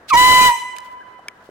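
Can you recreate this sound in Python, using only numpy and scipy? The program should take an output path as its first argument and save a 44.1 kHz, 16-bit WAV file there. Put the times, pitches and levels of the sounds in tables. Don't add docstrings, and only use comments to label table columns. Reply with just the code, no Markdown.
import sys
import numpy as np
from scipy import signal
from scipy.fft import rfft, irfft
from scipy.io import wavfile
from scipy.ndimage import uniform_filter1d

SR = 44100
rng = np.random.default_rng(int(sys.argv[2]) if len(sys.argv) > 2 else 0)


def level_to_linear(level):
    exponent = np.asarray(level, float) / 20
    return 10 ** exponent


def to_wav(s):
    ch = np.atleast_2d(s).T
    pcm = np.round(np.clip(ch, -1, 1) * 32767)
    wavfile.write(sys.argv[1], SR, pcm.astype(np.int16))


N = 66150
TIME_S = np.arange(N) / SR


def curve(table, col=1):
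    rows = np.array(table)
    return np.interp(TIME_S, rows[:, 0], rows[:, col], left=rows[0, col], right=rows[-1, col])


def gate(table):
    return (TIME_S > table[0][0]) & (TIME_S < table[-1][0])


def bump(centre_s, half_s):
    return np.exp(-0.5 * ((TIME_S - centre_s) / half_s) ** 2)


def unit(x):
    return x / np.sqrt(np.mean(x ** 2))


def noise(channels=2):
    return rng.standard_normal((channels, N))


def colour(x, points):
    rows = np.array(points)
    hz = np.maximum(np.arange(N // 2 + 1) * SR / N, 1)
    gain_db = np.interp(np.log(hz), np.log(rows[:, 0]), rows[:, 1])
    return unit(irfft(rfft(x) * level_to_linear(gain_db), N))


def walk(rate, channels=1):
    k = int(SR / rate)
    return unit(uniform_filter1d(uniform_filter1d(noise(channels), k), k))


def hum():
    # hz, density_db (dB per Hz)
    hum_bands = [(15, -29), (30, -11), (111, -7.5), (659, -3.5), (1000, -7.5), (1650, -5.5), (2220, -18.5),
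                 (16000, -40)]
    shared, own = noise(1), noise()
    low = signal.butter(2, 1540, fs=SR, output="sos")
    both = signal.sosfilt(low, shared) + own - signal.sosfilt(low, own)
    flicker_db = 1.0 * walk(42)
    return level_to_linear(-49 + flicker_db) * colour(both, hum_bands)


def leaves():
    # centre_s, half_length_s, level_db
    brushes = [
        (0.766, 0.0092, -49.5),
        (0.858, 0.022, -52.5),
        (0.926, 0.014, -59.5),
        (1.467, 0.031, -60),
    ]
    brush = sum(level_to_linear(db) * bump(centre_s, half_s) for centre_s, half_s, db in brushes)
    grains = noise() * level_to_linear(3.55 * walk(400, channels=2))
    return brush * colour(grains, [(800, -20), (3000, 8.5), (7000, 1), (16000, -6)])


def squeak():
    # start_s, pitch_hz, level_db
    glide = [
        (1.0, 1445, -67),
        (1.01, 1564, -44),
        (1.022, 1710, -46),
        (1.033, 1510, -45),
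        (1.04, 1410, -68.5),
    ]
    phase = 2 * np.pi * np.cumsum(curve(glide)) / SR
    return np.sqrt(2) * gate(glide) * level_to_linear(curve(glide, col=2)) * np.sin(phase)


def clicks():
    # start_s, level_db, centre_hz, t60_s
    knocks = [(0.765, -22.5, 2500, 0.0058), (0.768, -33.5, 2940, 0.016), (0.7843, -23.5, 1730, 0.0075),
              (0.7847, -31, 5600, 0.0088), (.8045, -42, 4988, 0.0046), (.714, -50, 4970, 0.0045),
              (1.143, -43.5, 400, 0.031), (1.192, -32.5, 756, .032), (1.257, -35.5, 650, 0.029),
              (1.376, -59, 9000, .004), (1.49, -24.5, 410, 0.017)]
    # pitch_hz, level_db, t60_s
    snap_modes = [(856, -41, 0.021), (1760, -4.5, 0.017), (2260, 1.5, 0.018), (3130, -9, 0.017),
                  (5650, 1, 0.0047), (7150, -11, 0.0054), (9205, -11, 0.013), (10780, -20, 0.0013),
                  (13100, -11, 0.0046)]
    out, t = np.zeros((2, N)), np.arange(2000) / SR
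    bright = signal.butter(2, [3000, 10500], "bandpass", fs=SR, output="sos")
    for start_s, db, hz, t60_s in knocks:
        burst = rng.standard_normal((2, len(t)))
        ring = np.sin(2 * np.pi * hz * t) + 0.52 * np.sin(2 * np.pi * hz * 1.37 * t + burst[:, :1])
        spray = level_to_linear(-3) * min(hz / 2500, 2) ** 2 * signal.sosfilt(bright, burst)
        envelope = level_to_linear(db - 60 * t / t60_s) * (1 - np.exp(-t * hz * 2.2))
        i = int(start_s * SR)
        out[:, i:i + len(t)] += (envelope * (ring + spray))[:, :N - i]
    snap = level_to_linear(5 - 60 * t / 0.0041) * signal.sosfilt(bright, rng.standard_normal((2, len(t))))
    for hz, db, t60_s in snap_modes:
        port_phase = hz / 3000 * np.array([[1], [0]])
        snap = snap + level_to_linear(db - 60 * t / t60_s) * np.sin(2 * np.pi * hz * t + port_phase)
    i = int(1.2838 * SR)
    out[:, i:i + len(t)] += level_to_linear(-18) * snap * (1 - np.exp(-t / 0.0002)) * np.exp(-(t / 0.007) ** 4)
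    return out


def woods(x):
    # delay_s, t60_s, level_db, treble_edge_hz
    tails = [
        (0.061, 0.56, -17, 13270),
        (0.081, 2.14, -28, 1710),
    ]
    # delay_s, level_db, left_over_right_db, treble_edge_hz
    slaps = [(0.112, -28.5, -18, 9100), (.143, -16, 6, 6000), (.255, -26.5, -14, 5270),
             (0.349, -27.5, -2, 3477), (0.419, -37.5, -3, 2470), (0.561, -37, -4, 1489),
             (.735, -39, -2.5, 2350), (0.961, -55.5, 5.5, 1197)]
    # hz, gain_db
    woods_colour = [(300, 6), (1000, 3.5), (1500, -19), (2000, 0), (3000, 0.5), (4000, -6.5), (8000, 7.5),
                    (16000, 1)]
    response = 0
    for delay_s, t60_s, db, hz in tails:
        tail = noise() * (TIME_S > delay_s) * level_to_linear(-60 * TIME_S / t60_s)
        tail = signal.sosfilt(signal.butter(2, min(hz, SR / 2.2), fs=SR, output="sos"), tail)
        response = response + level_to_linear(db) * tail / np.sqrt(np.sum(tail ** 2) / 2)
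    for delay_s, db, pan_db, hz in slaps:
        soft_s = 1 / (2 * np.pi * hz)
        pulse = bump(delay_s, soft_s) / (soft_s * SR * np.sqrt(2 * np.pi))
        response = response + level_to_linear(db + np.array([[pan_db], [-pan_db]]) / 2) * pulse
    level = np.sqrt(np.mean(response ** 2))
    return signal.fftconvolve(x, colour(response, woods_colour) * level, axes=1)[:, :N]


def rasp(flow):
    # hz, density_db (dB per Hz)
    rasp_bands = [(12, -40.5), (20, 0.5), (399, -6.5), (433, -6), (491, -3.5), (900, -6.5), (1170, -31),
                  (1980, -120)]
    crackle = noise() * level_to_linear(3.5 * walk(520, channels=2))
    burst_db = 9 * bump(0.148, 0.012)
    return level_to_linear(-25 + burst_db) * flow * colour(crackle, rasp_bands + [(5000, -17.5), (16000, -31)])


def gas_pressure():
    # start_s, pressure (0-1)
    push_points = [
        (.126, .02),
        (.138, .5),
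        (.166, .6),
        (.175, .97),
        (.475, .98),
        (.5, .5),
        (.525, 0.05),
    ]
    push = np.clip(curve(push_points), 0, 1)
    return push, push * gate(push_points)


def gas(flow):
    # hz, density_db (dB per Hz)
    hiss_bands = [(1200, -16), (1800, -15.5), (2400, -17.5), (3400, -19), (8000, -24.5), (16000, -30.5)]
    valve = level_to_linear(-27.5 + 1.3 * walk(340)) * bump(0.1, 0.0083)
    puff = colour(noise(), [(1000, -30), (2000, -4), (4020, 0), (9000, -12), (16000, -22)])
    hiss = colour(noise(), [(300, -63)] + hiss_bands)
    return valve * puff + level_to_linear(-21) * flow * hiss


def squeal(reed_phase):
    # start_s, pitch_hz, level_db, beating_db (against the reed)
    bell_mode = [(.1, 2707, -39, -19.5), (.112, 2526, -29.5, -32), (.122, 2480, -37.5, -36),
                 (.135, 2291, -18.5, -11), (.147, 2228, -27, -1.5), (.156, 2266, -27.5, 5),
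                 (.165, 2342, -63.5, -19), (.45, 2440, -27.5, -9), (.52, 2450, -78, -7.5)]
    # (relative to the bell mode, before beating_db is added)
    sidebands = [(-2, -3.5), (-1, -0.5), (1, -10.5), (2, -24), (3, -8), (4, 0.5), (5, -5.5)]
    bell = 2 * np.pi * np.cumsum(curve(bell_mode) * (1 + 0.0032 * walk(212)[0])) / SR
    port_phase = reed_phase + np.array([[-0.25], [0]])
    beats = sum(level_to_linear(db) * np.sin(bell + round(order) * port_phase) for order, db in sidebands)
    level = gate(bell_mode) * level_to_linear(curve(bell_mode, col=2) + 2.0 * walk(140))
    return np.sqrt(2) * level * (np.sin(bell) + beats * level_to_linear(curve(bell_mode, col=3)))


def reed(reed_hz, reed_phase, push):
    # start_s, level_db
    swing_points = [
        (.084, -56),
        (.103, -33),
        (.109, -17),
        (.135, -8),
        (.47, -10),
        (.495, -10),
        (.52, -17),
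        (.55, -23),
        (.585, -36),
    ]
    # left_db, right_db
    overtones = [(-2.5, 1.5), (-3.5, -7), (-7.5, -17), (-11, -14.5), (-23, -25), (-19, -23), (-22, -23),
                 (-20, -22), (-24, -26), (-25, -27), (-26, -28), (-27, -29), (-28, -30), (-32, -33),
                 (-33, -34)]
    port_leads = [-.9, -1.15, -2.1, -2.8, 2.4, -2.4, .4, .9, 1.5, 2.1, 2.6, -1.9, -.7, .3, 1.1]
    tone = 0
    for order, ((left_db, right_db), lead) in enumerate(zip(overtones, port_leads), start=1):
        slack_db = -16 * (1 - push) * np.log2(order)
        flutter_db = 0.75 * np.sqrt(order) * walk(210, channels=2)
        gain = level_to_linear(np.array([[left_db], [right_db]]) + slack_db + flutter_db)
        gain = gain * (order * reed_hz < SR / 2.5)
        tone = tone + gain * np.sin(order * reed_phase + (order - 1) ** 2 + np.array([[lead], [0]]))
    return np.sqrt(2) * gate(swing_points) * level_to_linear(curve(swing_points)) * tone


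def horn(push, flow):
    # start_s, pitch_hz
    pitch = [
        (.085, 1914),
        (.106, 1291),
        (.122, 1104),
        (.146, 929.7),
        (.172, 986.2),
        (.25, 1009),
        (.47, 1002),
        (.5, 963),
        (.56, 944),
    ]
    reed_hz = curve(pitch) * (1 + 0.0013 * walk(270)[0])
    reed_phase = 2 * np.pi * np.cumsum(reed_hz) / SR
    return squeal(reed_phase) - reed(reed_hz, reed_phase, push) + gas(flow)


def scene():
    push, flow = gas_pressure()
    blast = horn(push, flow)
    far = blast[:1] * level_to_linear(-12 * (1 - push))
    return blast + woods(far) + rasp(flow) + clicks() + leaves() + squeak() + hum()


def low_pass(x):
    return signal.sosfilt(signal.butter(12, 16650, fs=SR, output="sos"), x)


def record(dry):
    power = uniform_filter1d(np.mean(dry ** 2, axis=0), int(0.00345 * SR))
    excess_gain = np.minimum(1, level_to_linear(-8) / np.sqrt(power + 1e-12))
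    held = dry * excess_gain ** 0.6
    lopsided = held + 0.05 * held ** 2
    bent = signal.sosfilt(signal.butter(1, 12, "high", fs=SR, output="sos"), lopsided)
    return low_pass(np.tanh(bent))


dry = scene()
out = record(dry)
to_wav(out)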